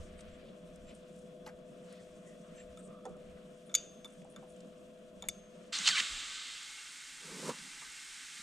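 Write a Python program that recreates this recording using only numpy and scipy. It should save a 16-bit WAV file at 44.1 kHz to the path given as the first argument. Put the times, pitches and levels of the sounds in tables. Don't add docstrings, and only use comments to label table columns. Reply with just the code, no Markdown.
import sys
import numpy as np
from scipy import signal
from scipy.fft import rfft, irfft, next_fast_len
from scipy.io import wavfile

SR = 44100
rng = np.random.default_rng(int(sys.argv[2]) if len(sys.argv) > 2 else 0)


def linear_from_db(decibels):
    return 10 ** (np.asarray(decibels, float) / 20)


def unload_wav(signal):
    wavfile.write(
        sys.argv[1],
        SR,
        np.round(np.clip(np.atleast_2d(signal).T, -1, 1) * 32767).astype(np.int16),
    )


N = 371322
T = np.arange(N) / SR
CUT_S = 5.722

# [t/s, level/dB]
GUSTS = [
    (0, -47),
    (.26, -52),
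    (.82, -54.5),
    (1.48, -67),
    (2.7, -57),
    (3.3, -59),
    (5.3, -63),
    (6.15, -57),
]
GUST_RISE_DB_S, GUST_FALL_DB_S, STILL_SHOP_DB, STILL_GARAGE_DB = 92, 91, -73.5, -77.5
# [f/Hz, level/dB]
SHOP_DRAUGHT = [(8, -4), (30, -1), (45, -5), (75, -2), (90, -12), (110, -16)]
GARAGE_DRAUGHT = [(8, -25.0), (30, 9.5), (50, -2.0), (100, -23.0)]
# [f/Hz, L-R level/dB]
DRAUGHT_ALIKE, DRAUGHT_LEAN = [(10, 0.91), (100, 0.9)], [(10, -1.0), (100, -2.0)]
# [f/Hz, level/dB per Hz]
GARAGE_COLOUR = [(53, -50), (90, -22), (118, -20), (157, -2.5), (195, -8.5), (251, -4.5), (265, -4.5),
                 (739, -23), (829, -6), (1100, -16), (1430, -10), (2420, -120)]
# [t/s, level/dB]
STIRS = [
    (5.8, -59),
    (7.6, -65),
]
STIR_FADE_DB_S, HUSH_DB = 17, -71.5
# [f/Hz, width/Hz, level/dB]
FAR_PUMP = (858, 12, -84)
# [f/Hz, level/dB per Hz]
SHOP_AIR = [(530, -25), (900, -17), (1040, 2), (1230, 0.5), (1590, -1), (2120, -8), (2470, -1.5),
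            (3290, -1.5), (4490, -12.5), (8740, -11), (10600, -20), (12800, -19.5), (15500, -43)]
SHOP_AIR_DB, SHOP_T60_S = -69, 0.39
# [f/Hz, L-R level/dB]
SHOP_ALIKE = [(60, 0.6), (130, 1), (290, 0.77), (640, 0.1), (1410, 0.44), (3500, 0.13), (5600, 0.87),
              (9300, .97), (10800, 0.32), (15000, 0.5)]
SHOP_LEAN = [(60, 7), (180, -1.5), (550, 4), (1650, 2), (4970, 0.5), (9300, 1.5), (12000, 11), (15000, 8)]

SHAFT_HZ = 16.655
# [multiple of the shaft rate, level/dB rms]
MOTOR_LINES = [(11, -72.5), (13, -66.5), (15, -72.5), (20, -77.5), (22, -74), (24, -81.5), (30, -58),
               (33, -87), (36, -69.5), (37, -64.5), (39, -69.5), (40, -73), (41, -71.5), (45, -82.5)]
# [f/Hz, level/dB per Hz]
CASING = [(53, -43), (90, -47), (108, -20.5), (178, 3), (222, -2.5), (308, -10.5), (360, -9), (460, -10.5),
          (481, -6.5), (497, -11.5), (538, -8.5), (601, -7), (680, -13.5), (786, -26.5), (1300, -28.5),
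          (1690, -65), (2860, -120)]
CASING_DB = -56
# [f/Hz, width/Hz, level/dB]
BEARING = (3390, 40, -81.5)
SHADED_S, SHADE_DB = 3.48, -1.5

# [t/s, level/dB]
DRAG = [
    (7.22, -69),
    (7.26, -55.5),
    (7.4, -49),
    (7.495, -42.5),
    (7.53, -58),
    (7.7, -91),
]
# [f/Hz, level/dB per Hz]
DRAG_COLOUR = [(65, -52), (110, -37), (156, 1), (275, -4), (322, -9), (425, -1), (499, -3), (537, -8),
               (796, -22), (915, -9.5), (1400, -15), (1820, -44), (3080, -120)]
GRIT = [(1500, -2), (3000, -5), (5000, -1.5), (9000, -1.5), (12000, -17), (15500, -19)]
# [f/Hz, L-R level/dB]
PALM_ALIKE = [(100, 1), (1500, .94), (3500, 0.88), (4500, 1), (9000, 1), (12000, .8)]
PALM_LEAN = [(100, -1), (1500, -2.5), (4500, -0.5), (9000, 1.5), (12000, 5)]

# [t/s, sleeve level/dB, fingertips against sleeve/dB, fade/dB per s]
HANDS = [
    (0, -65.5, -5.5, 60),
    (.14, -69, -14, 30),
    (.3, -64.5, -19, 33),
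    (.92, -71, -4, 34),
    (1.95, -67, -3, 37),
    (2.57, -69, -4, 28),
    (3.3, -69.5, -9, 45),
    (4.2, -75.5, 0, 9.5),
    (5.65, -70, -6, 18),
]
HANDS_REST_DB = -83
# [f/Hz, level/dB per Hz]
SLEEVE = [(700, -18), (1200, -0.5), (2000, -3), (3000, -3), (4500, -12.5), (7000, -29.5)]
FINGER = [(3500, -15.5), (5500, 0), (7500, 0.5), (9000, 0.5), (10500, -19), (14000, -21)]
# [t/s, peak level/dB, centre f/Hz]
TICKS = [(0.191, -49, 1800), (0.2068, -49, 6460), (0.2072, -52, 2800), (0.758, -49.5, 7400),
         (0.95, -53, 8340), (1.4624, -46, 3000), (1.467, -52, 4500), (1.4745, -52, 6800),
         (1.488, -54, 5000), (1.925, -48.5, 8700), (3.0525, -44, 6640), (3.064, -53, 5500),
         (3.092, -57, 7500), (3.167, -61, 6500), (3.7502, -28, 2600), (4.2177, -52, 1950),
         (5.2864, -38, 2600), (4.604, -55, 4000), (7.495, -34, 3100), (7.5852, -38, 3600)]
TICK_SHARE, TICK_T60_S = 0.89, 0.025
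# [t/s, peak level/dB, centre f/Hz]
KNOCKS = [(1.465, -46, 1150), (1.472, -52, 2200), (1.484, -50, 1600), (3.054, -43.5, 980),
          (3.37, -56, 1450), (3.694, -55.5, 1300), (4.05, -49, 1160), (4.248, -48, 716.8),
          (4.362, -49.5, 1250), (4.425, -50, 726), (5.225, -46, 780), (5.235, -53, 1500),
          (5.79, -48.5, 185), (5.89, -51.5, 190), (6.0, -53, 238), (7.39, -45, 220), (7.425, -42.5, 480),
          (7.484, -42, 470), (7.493, -38.5, 200), (7.495, -37, 1040), (7.817, -44.5, 1220),
          (8.39, -56.5, 190)]
KNOCK_SHARE, KNOCK_T60_S = 0.4, 0.13
# [t/s, peak level/dB, centre f/Hz]
BOOMS = [
    (2.44, -60, 1150),
    (3.06, -45, 450),
    (3.755, -48, 2700),
    (3.757, -55.5, 1400),
    (7.58, -54, 190),
]
BOOM_SHARE, BOOM_T60_S = 0.32, 0.44
# [t/s, peak level/dB, centre f/Hz]
SLIPS = [(.2085, -53, 8400), (2.875, -59, 6800), (4.078, -57, 9200), (4.104, -55, 9000), (4.122, -56, 8300),
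         (4.133, -57, 9500), (4.202, -64, 9500), (4.245, -57, 8000), (4.3, -56, 9300), (4.311, -61, 9300),
         (4.322, -56, 9400), (4.34, -63, 9090), (4.502, -57, 7600), (4.52, -62, 9500), (4.543, -65, 7400),
         (4.562, -59, 7600), (4.604, -54.5, 7700)]
SLIP_SHARE, SLIP_T60_S = 0.19, .025
# [t/s, level/dB, f/Hz, length/s]
SQUEAKS = [(.955, -65, 8700, 0.027), (.2, -63, 8500, 0.032), (2.3, -70, 1900, 0.099),
           (2.94, -62.5, 1190, 0.11), (3.1, -66.5, 1230, 0.17), (2.795, -61.5, 8300, 0.026),
           (2.85, -63.5, 8400, 0.051), (3.67, -71, 9300, .033), (4.5, -70, 9130, 0.035),
           (4.32, -71, 9200, 0.04), (2.6, -63, 1840, .03), (2.8, -64, 1340, .03), (2, -70, 1900, .05),
           (5.212, -72, 8600, .015)]
# [t/s, level/dB, f/Hz, length/s]
SCUFFS = [
    (.47, -68, 2890, 0.078),
    (.9, -62, 2460, 0.045),
    (1.478, -67, 5000, 0.041),
    (1.17, -71, 7900, 0.13),
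    (1.95, -68, 3460, 0.13),
    (2.17, -71.5, 7000, 0.062),
    (2.28, -69.5, 7200, 0.08),
    (2.6, -66, 2440, 0.057),
    (4.52, -72.5, 8700, 0.05),
]
SQUEAK_SHARE, SCUFF_SHARE = 0.17, 0.71
# [t/s, level/dB, f/Hz, length/s]
WHISTLES = [
    (.34, -75, 7500, 0.055),
    (.885, -68, 7440, 0.041),
    (2.6, -62.5, 7500, 0.057),
    (2.58, -71, 6100, .03),
    (2.93, -70, 1170, .08),
]
WHISTLE_SHARE = 0.035
# [t/s, level/dB, f/Hz, t60/s]
THUDS = [(1.463, -48, 850, .07), (1.464, -51, 1550, 0.081), (1.464, -55, 2864, .03),
         (1.47, -47, 878, 0.065), (1.476, -47, 1986, .03), (1.486, -48, 800, .04),
         (2.773, -52, 1280, 0.046), (3.053, -41, 800, .04), (3.053, -47, 1320, 0.042),
         (3.053, -51, 1800, .03), (3.054, -40, 530, .05), (3.068, -40, 497, 0.065),
         (3.063, -40.5, 756, 0.082), (3.097, -46, 497, 0.12), (3.1, -45, 179, .25),
         (7.492, -33.5, 950, 0.049), (7.4905, -28.5, 490, .045), (7.496, -42, 1400, .04),
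         (3.165, -48, 590, .04), (3.7423, -38.5, 1346, .025), (3.7418, -38, 2230, .022),
         (3.7503, -29, 2260, .024), (4.0465, -51, 2261, .025), (5.2865, -32, 2220, .026)]
# [t/s, level/dB, f/Hz, length/s]
HELD = [
    (4.0458, -42, 3550, 0.019),
    (5.2875, -39, 3544, 0.01),
]
HELD_T60_S, GRIP_S = .1, .003

# [t/s, peak level/dB, free ring/dB, crack/dB]
CLINKS = [(2.773, -50, -28, -5), (3.6945, -51, -24, -12), (3.7164, -52., -29, -14.),
          (3.7416, -18, -33, -24), (3.7501, -11.5, -37, -12.5), (3.7535, -23, -21, -2),
          (3.7824, -42.5, -2.5, -20), (4.0457, -43, -28, -4), (4.0554, -46., -24, -5),
          (4.3615, -41.5, -37.5, -10), (5.223, -31.5, -36, -12), (5.2394, -52, -25, -15),
          (5.2862, -26, -37.5, -1.5)]
# [f/Hz, level/dB, t60/s]
GRIPPED = [(1350, -12.5, 0.066), (2260, -9, 0.031), (3550, 3, 0.032), (6790, 4.5, 0.02),
           (8510, -22.5, 0.0093), (11900, -19.5, 0.011), (12300, -35, 0.013)]
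FREE = [(2940, -18, .3), (3515, -27, .6), (3570, -25, .15), (6385, -10, .8), (6700, -11, .25),
        (6810, -13, .35), (7040, -11, .12)]
CONTACT_S = 0.0026
EVEN_BLOW_DB, BRIGHTER_PER_DB = -35, 0.4423
# [t/s, level/dB, f/Hz, t60/s]
PINGS = [(1.463, -60, 11550, .06), (1.463, -62, 12500, .05), (1.466, -62, 5760, .04),
         (1.472, -60, 7380, .05), (1.476, -72, 11550, 0.17), (3.053, -57, 6700, .05),
         (3.055, -57, 3500, .05), (3.7503, -37.5, 2500, 0.02), (3.753, -43.5, 4716, 0.2),
         (3.7505, -29, 5980, 0.028), (3.751, -32, 9090, .015), (3.7565, -30.5, 6350, 0.055),
         (3.7504, -38, 2970, .03), (5.2864, -39, 2935, 0.025), (5.3, -58.5, 6385, 0.66),
         (5.24, -55, 3550, .05), (5.25, -60, 6820, .1), (3.6985, -54.5, 3545, .06), (3.77, -55, 6385, .9),
         (3.76, -58, 3521, 0.73), (4.0462, -64, 11430, .045), (4.0462, -66, 12560, .06),
         (4.05, -68, 3520, 0.51), (5.3, -34, 5782, .012), (5.2863, -24.5, 10950, 0.011),
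         (5.2863, -26.5, 8300, 0.014), (5.2864, -33, 12300, .016), (5.294, -44, 8000, .012),
         (5.2864, -37, 7360, .03), (5.2864, -29.5, 6551, .035), (5.295, -47, 4730, .04)]

# [f/Hz, level/dB per Hz]
LEAK = [(290, -50), (500, -18.5), (941, -26), (1170, -5.5), (1390, -7.5), (2290, -5.5), (2880, -4),
        (3100, -2), (3420, -1), (3730, -1), (5740, -10), (7550, -5), (8840, -12), (10800, -31),
        (15500, -32)]
FILL = [(410, -62), (700, -22), (828, -41), (993, -16.5), (1560, -1), (1710, -3), (2130, -0.5), (2460, -3),
        (2800, -6), (3140, -6), (7690, -3.5), (8980, -4), (10600, -19.5), (12300, -19.5), (15500, -31)]
# [f/Hz, width/Hz, level/dB]
TIRE = [(1534, 22, -19), (2047, 26, -19), (2154, 9.3, -18.5), (2742, 17, -17), (3083, 53, -20),
        (3470, 80, -29)]
# [f/Hz, L-R level/dB]
AIR_ALIKE = [(60, 0.9), (130, 0.78), (290, 0.48), (640, 0.64), (1410, 0.95), (3300, 0.91), (4300, 0.99),
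             (9600, 0.99), (11500, 0.86), (15000, .5)]
AIR_LEAN = [(60, 4), (180, -5), (550, -5), (1650, -1.5), (3300, -2.5), (4300, 0), (9600, -0.5), (11500, 4),
            (15000, 3)]
LEAK_DB, SEATED_S, SEATING_DB_S = -39, 5.98, 17.5
FLOW_DB, FLOW_GROWS_DB_S = -52.5, 1.5
FILL_SHARE, SHARE_LOST_PER_DB = 0.78, 0.12
# [t/s, level/dB]
SURGES = [
    (5.72, -39),
    (5.888, -29),
    (5.99, -33.5),
]
SURGE_RISE_DB_S, SURGE_FALL_DB_S = 303, 323
# [t/s, level/dB, centre f/Hz, length/s]
SPITS = [
    (5.789, -31.5, 6200, .0036),
    (5.877, -27, 4300, 0.0092),
    (5.88, -27.5, 2760, 0.01),
    (5.879, -29, 6730, 0.011),
    (5.89, -27, 4540, 0.0047),
    (5.89, -31.5, 6800, 0.0078),
    (5.979, -33, 2120, 0.014),
    (6.004, -33, 4900, .005),
    (6.003, -36, 7600, .006),
]
# [t/s, level/dB, centre f/Hz, length/s]
BLASTS = [
    (5.755, -38, 3970, 0.045),
    (5.868, -32.5, 3400, 0.028),
    (5.96, -36.5, 3460, 0.066),
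    (6.002, -27.5, 2270, 0.0074),
    (6.4, -52, 3520, 0.4),
]
SPIT_SHARE, BLAST_SHARE = 0.24, 0.7
# [t/s, peak level/dB]
POPS = [(5.7894, -25), (5.86, -20), (5.8649, -16), (5.8708, -16), (5.8748, -14), (5.8755, -15),
        (5.8781, -10), (5.8804, -10), (5.8888, -11), (5.8897, -9), (5.8954, -17), (6.005, -22)]
# [t/s, level/dB, from f/Hz, to f/Hz, length/s]
GLIDES = [(5.73, -43, 4500, 3900, .06), (5.862, -36, 3300, 2750, .024), (5.893, -34.5, 2150, 1700, .022),
          (5.912, -40, 1700, 1380, .038), (5.945, -41, 1350, 1000, .055), (5.9, -33.5, 4700, 4350, .017),
          (5.95, -36, 3200, 2500, .022), (5.968, -30.5, 2450, 1950, .022), (5.902, -35, 3680, 3600, .017),
          (5.916, -34, 3060, 3180, .024), (5.975, -31.5, 3130, 3040, .02), (5.948, -37, 2300, 2230, .014),
          (5.948, -39, 1480, 1560, .014), (5.968, -37, 1780, 1650, .016)]
GLIDE_WAVER_HZ = 110

# [f/Hz, L-R level/dB]
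BENCH_LEAD = [(200, 1.5), (500, 0), (1000, 0.5), (2000, 1.5), (3600, 0.5), (5500, 0.5), (9000, -0.1),
              (12000, 1.5)]
BENCH_LEAN = [(500, -5), (1000, -3.5), (2000, 1), (3600, 0.5), (6500, 1), (9000, 2.5), (11500, 8.5),
              (14000, 10.5)]
VALVE_LEAD = [(500, .1), (1000, -0.25), (2000, -0.32), (3300, -0.41), (4400, 0), (12000, 0)]
VALVE_LEAN = [(500, -2), (2000, -1.5), (3300, -1.2), (4400, 0), (12000, 0)]
CUTOFF_HZ = 16300


def rms_one(x):
    return x / np.sqrt(np.mean(x ** 2) + 1e-20)


def at_hz(points, hz):
    f, value = np.transpose(points)
    return np.interp(np.log(hz + 1e-9), np.log(f), value)


def drift(rate, size):
    r = np.exp(-80 * np.pi * rate / SR)
    slow = signal.lfilter([1], [1, -2 * r, r * r], rng.standard_normal(size // 40 + 2002))[2000:]
    return np.interp(np.arange(size) / 40, np.arange(len(slow)), rms_one(slow))


def swells(s, db, rise, fall, rest_db):
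    late = np.arange(0, N + 40, 40)[:, None] / SR - s
    each = db - np.where(late < 0, -late * rise, late * fall)
    total = 10 * np.log10(np.sum(linear_from_db(2 * each), axis=1) + linear_from_db(2 * rest_db))
    return np.interp(np.arange(N) / 40, np.arange(len(late)), total)


def noise(spectrum, span, alike, lean, patchy_db):
    start, stop = (min(N, round(s * SR)) for s in span)
    size = next_fast_len(stop - start)
    hz = np.arange(size // 2 + 1) * SR / size
    mid, side = rfft(rng.standard_normal((2, size)))
    c = np.clip(at_hz(alike, hz), 0, 1)
    pair = np.sqrt(1 + c) * mid + np.sqrt(1 - c) * side * [[1], [-1]]
    low, high = spectrum[0][0], spectrum[-1][0]
    inside = (hz > low) & (hz < high)
    pair = pair * inside * linear_from_db(at_hz(spectrum, hz) + at_hz(lean, hz) * np.array([[.5], [-.5]]))
    octave, together, sound = np.log2(hz + 1), drift(8.2, size), 0
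    for k in range(int(np.log2(low)), int(np.log2(high)) + 2):
        band = irfft(pair * np.clip(1 - abs(octave - k), 0, 1), size)
        sound = sound + band * linear_from_db(patchy_db * (0.72 * together + drift(19.4, size)))
    out = np.zeros((2, N))
    out[:, start:stop] = rms_one(sound)[:, :stop - start]
    return out


def ring(clicks, hz, t60):
    r, w = linear_from_db(-60 / (t60 * SR)), 2 * np.pi * hz / SR
    return signal.lfilter([0, np.sin(w)], [1, -2 * r * np.cos(w), r * r], clicks + 1e-18)


def narrow(x, hz, width):
    r = np.exp(-np.pi * width / SR)
    poles = [1, -2 * r * np.cos(2 * np.pi * hz / SR), r * r]
    return signal.lfilter(np.array([1, 0, -1]) * (1 - r * r) / 2, poles, x)


def breathy_tone(hz, width, db):
    return linear_from_db(db) * rms_one(narrow(narrow(rng.standard_normal(N), hz, width), hz, width))


def bandpass(order, low, high):
    return signal.butter(order, [low, high], "band", fs=SR, output="sos")


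def add(out, s, piece):
    i = round(s * SR)
    out[i:i + len(piece)] += piece[:N - i]


def contacts(rows, share, t60):
    out, t = np.zeros(N), np.arange(SR // 4) / SR
    for s, db, hz in rows:
        burst = rng.standard_normal(len(t)) * linear_from_db(-60 * t / t60) * np.minimum(1, t / 0.001)
        burst = narrow(narrow(burst, hz, share * hz), hz, 2 * share * hz)
        add(out, s, linear_from_db(db) * burst / abs(burst).max())
    return out


def puffs(rows, share):
    out, t = np.zeros(N), np.arange(SR // 2) / SR - .25
    for s, db, hz, length in rows:
        body = narrow(narrow(rng.standard_normal(SR // 2), hz, share * hz), hz, share * hz)
        swell = linear_from_db(db) * rms_one(body) * np.exp(-3 * (t / length) ** 2)
        start = round(s * SR) - SR // 4
        skip = max(0, -start)
        add(out, (start + skip) / SR, swell[skip:])
    return out


def ports(x, lead, lean):
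    size = next_fast_len(N)
    hz = np.arange(size // 2 + 1) * SR / size
    half = np.array([[.5], [-.5]])
    turn = linear_from_db(half * at_hz(lean, hz)) * np.exp(1j * half * at_hz(lead, hz))
    return irfft(rfft(x, size) * turn, size)[:, :N]


def draught():
    shop = noise(SHOP_DRAUGHT, (0, CUT_S), DRAUGHT_ALIKE, DRAUGHT_LEAN, patchy_db=2.5)
    deep = noise(GARAGE_DRAUGHT, (CUT_S, 9), DRAUGHT_ALIKE, DRAUGHT_LEAN, patchy_db=4.5)
    gusts = *np.transpose(GUSTS), GUST_RISE_DB_S, GUST_FALL_DB_S
    return linear_from_db(swells(*gusts, STILL_SHOP_DB)) * shop + linear_from_db(swells(*gusts, STILL_GARAGE_DB)) * deep


def garage_murmur():
    level_db = swells(*np.transpose(STIRS), STIR_FADE_DB_S, STIR_FADE_DB_S, HUSH_DB)
    hush = linear_from_db(level_db) * noise(GARAGE_COLOUR, (5.7, 9), AIR_ALIKE, AIR_LEAN, patchy_db=1.0)
    return hush + breathy_tone(*FAR_PUMP)


def shop_air():
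    return linear_from_db(SHOP_AIR_DB) * noise(SHOP_AIR, (0, 6), SHOP_ALIKE, SHOP_LEAN, patchy_db=1.4)


def shop_room(x):
    t = np.arange(SR // 2) / SR
    tail = rng.standard_normal((2, len(t))) * linear_from_db(-60 * t / SHOP_T60_S) * (t > .006)
    mid, side = signal.sosfilt(signal.butter(3, 6500, fs=SR, output="sos"), tail)
    side = signal.sosfilt(signal.butter(4, 4500, fs=SR, output="sos"), side)
    echo = (mid + 0.6 * side * [[1], [-1]]) / np.sqrt(SR / 20)
    return signal.fftconvolve(x[None], echo, axes=1)[:, :N]


def motor():
    turn = 2 * np.pi * SHAFT_HZ * np.cumsum(1 + 0.00085 * drift(0.36, N)) / SR
    lines = np.zeros(N)
    for multiple, db in MOTOR_LINES:
        level = np.sqrt(2) * linear_from_db(db + 1.7 * drift(1.9, N))
        lines += level * np.sin(multiple * turn + rng.uniform(0, 2 * np.pi))
    casing = linear_from_db(CASING_DB) * noise(CASING, (0, 6), SHOP_ALIKE, SHOP_LEAN, patchy_db=2.0)
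    whine = breathy_tone(*BEARING) * [[1.4], [0.3]]
    return lines * linear_from_db(np.array([[1.5], [-1.5]])) + whine + casing


def drag():
    scuff = noise(DRAG_COLOUR, (7.2, 7.7), PALM_ALIKE, PALM_LEAN, patchy_db=.7) * linear_from_db(1.2 * drift(35, N))
    grit = linear_from_db(-2.5) * noise(GRIT, (7.2, 7.7), PALM_ALIKE, PALM_LEAN, patchy_db=0.5)
    return linear_from_db(np.interp(T, *np.transpose(DRAG))) * (scuff + grit)


def hands():
    s, db, tips_db, fade = np.transpose(HANDS)
    sleeve = linear_from_db(swells(s, db, fade, fade, HANDS_REST_DB))
    finger = linear_from_db(swells(s, db + tips_db, fade, fade, HANDS_REST_DB))
    cloth = sleeve * noise(SLEEVE, (0, 6), SHOP_ALIKE, SHOP_LEAN, patchy_db=1.5)
    return cloth + finger * noise(FINGER, (0, 6), SHOP_ALIKE, SHOP_LEAN, patchy_db=3.0)


def thuds():
    out, t = np.zeros(N), np.arange(SR // 4) / SR
    for s, db, hz, t60 in THUDS:
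        add(out, s, linear_from_db(db - 60 * t / t60) * np.sin(2 * np.pi * hz * t) * np.minimum(1, t * hz))
    for s, db, hz, length in HELD:
        stopped = np.exp(-np.maximum(t - length, 0) / GRIP_S)
        add(out, s, linear_from_db(db - 60 * t / HELD_T60_S) * np.sin(2 * np.pi * hz * t) * stopped)
    return out


def touch():
    taps = contacts(TICKS, TICK_SHARE, TICK_T60_S) + contacts(KNOCKS, KNOCK_SHARE, KNOCK_T60_S)
    taps = taps + contacts(BOOMS, BOOM_SHARE, BOOM_T60_S) + contacts(SLIPS, SLIP_SHARE, SLIP_T60_S)
    grain = linear_from_db(2.2 * drift(120, N))
    rubs = grain * (puffs(SQUEAKS, SQUEAK_SHARE) + puffs(SCUFFS, SCUFF_SHARE))
    whole = taps + thuds() + rubs + puffs(WHISTLES, WHISTLE_SHARE)
    return signal.sosfilt(bandpass(4, 125, 10500), whole)


def wrench():
    s, db, free_db, crack_db = np.transpose(CLINKS)
    bright_db = BRIGHTER_PER_DB * (db - EVEN_BLOW_DB)
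    at, out = np.round(s * SR).astype(int), np.zeros(N)
    for modes, level_db, waver_db, tilt in ((GRIPPED, db - 9.0, 0, 1), (FREE, db + free_db - 9.0, 4.5, 2)):
        for hz, mode_db, t60 in modes:
            blow_db = level_db + mode_db + tilt * bright_db * np.log2(hz / 5000)
            clicks = np.zeros(N)
            clicks[at] = linear_from_db(blow_db) * rng.uniform(.75, 1.25, len(at))
            mode = ring(clicks, hz, t60) - ring(clicks, hz, CONTACT_S)
            out += mode * linear_from_db(waver_db * drift(45, N))
    for when, level_db in zip(s, db + crack_db):
        crack = rng.standard_normal(1500) * linear_from_db(-60 * np.arange(1500) / SR / 0.025)
        add(out, when, linear_from_db(level_db) * narrow(crack, 6200, 7600))
    for when, ping_db, hz, t60 in PINGS:
        note = ring(linear_from_db(ping_db) * signal.unit_impulse(SR // 2), hz, t60)
        add(out, when, note * linear_from_db(2.5 * drift(90, SR // 2)))
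    return signal.sosfilt(bandpass(7, 1000, 13000), out)


def glides():
    out = np.zeros(N)
    for s, db, from_hz, to_hz, length in GLIDES:
        part = np.arange(round(length * SR)) / (length * SR)
        flutter = 1 + .012 * drift(GLIDE_WAVER_HZ, len(part))
        pitch = flutter * from_hz * (to_hz / from_hz) ** part
        tone = np.sin(2 * np.pi * np.cumsum(pitch) / SR)
        level = linear_from_db(db + 2.5 * drift(GLIDE_WAVER_HZ, len(part)))
        add(out, s, level * tone * np.sqrt(np.sin(np.pi * part)))
    return out


def spits():
    out = puffs(SPITS, SPIT_SHARE) + puffs(BLASTS, BLAST_SHARE) + glides()
    t = np.arange(-30, 60) / SR
    pop = np.cos(2 * np.pi * 3600 * t) * np.exp(-(t / .0001) ** 2)
    for s, db in POPS:
        add(out, s - 30 / SR, linear_from_db(db) * pop)
    return signal.sosfiltfilt(bandpass(2, 900, 11000), out)


def air():
    leak_db = LEAK_DB - SEATING_DB_S * np.maximum(T - SEATED_S, 0)
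    flow_db = FLOW_DB + FLOW_GROWS_DB_S * (T - SEATED_S)
    surge_db = swells(*np.transpose(SURGES), SURGE_RISE_DB_S, SURGE_FALL_DB_S, -120)
    db = 10 * np.log10(linear_from_db(2 * leak_db) + linear_from_db(2 * flow_db) + linear_from_db(2 * surge_db))
    fills = np.clip(FILL_SHARE - SHARE_LOST_PER_DB * (db - flow_db), 0, 1)
    leak = noise(LEAK, (5.7, 9), AIR_ALIKE, AIR_LEAN, patchy_db=.4)
    fill = noise(FILL, (5.7, 9), AIR_ALIKE, AIR_LEAN, patchy_db=.3)
    whistles = sum(breathy_tone(*row) for row in TIRE)
    return linear_from_db(db) * (np.sqrt(1 - fills) * leak + np.sqrt(fills) * fill + whistles)


def scene():
    later = np.clip((T - CUT_S) / .008, 0, 1)
    shade = linear_from_db(SHADE_DB * np.clip(10 * (T - SHADED_S), 0, 1))
    steel, skin = wrench(), touch()
    shop = shade * motor() + shop_air() + hands()
    shop = shop + linear_from_db(-12.5) * shop_room(steel) + ports(steel + skin, BENCH_LEAD, BENCH_LEAN)
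    floor = garage_murmur() + drag() + air() + ports(skin + spits(), VALVE_LEAD, VALVE_LEAN)
    return (1 - later) * shop + later * floor + draught()


def band_limit(x):
    return signal.sosfilt(signal.butter(12, 15620, fs=SR, output="sos"), x)


def record(dry):
    soft = signal.sosfilt(signal.butter(2, 13000, fs=SR, output="sos"), dry)
    mix = signal.sosfilt(signal.cheby2(12, 60, CUTOFF_HZ, fs=SR, output="sos"), soft)
    return band_limit(mix)


dry = scene()
out = record(dry)
unload_wav(out)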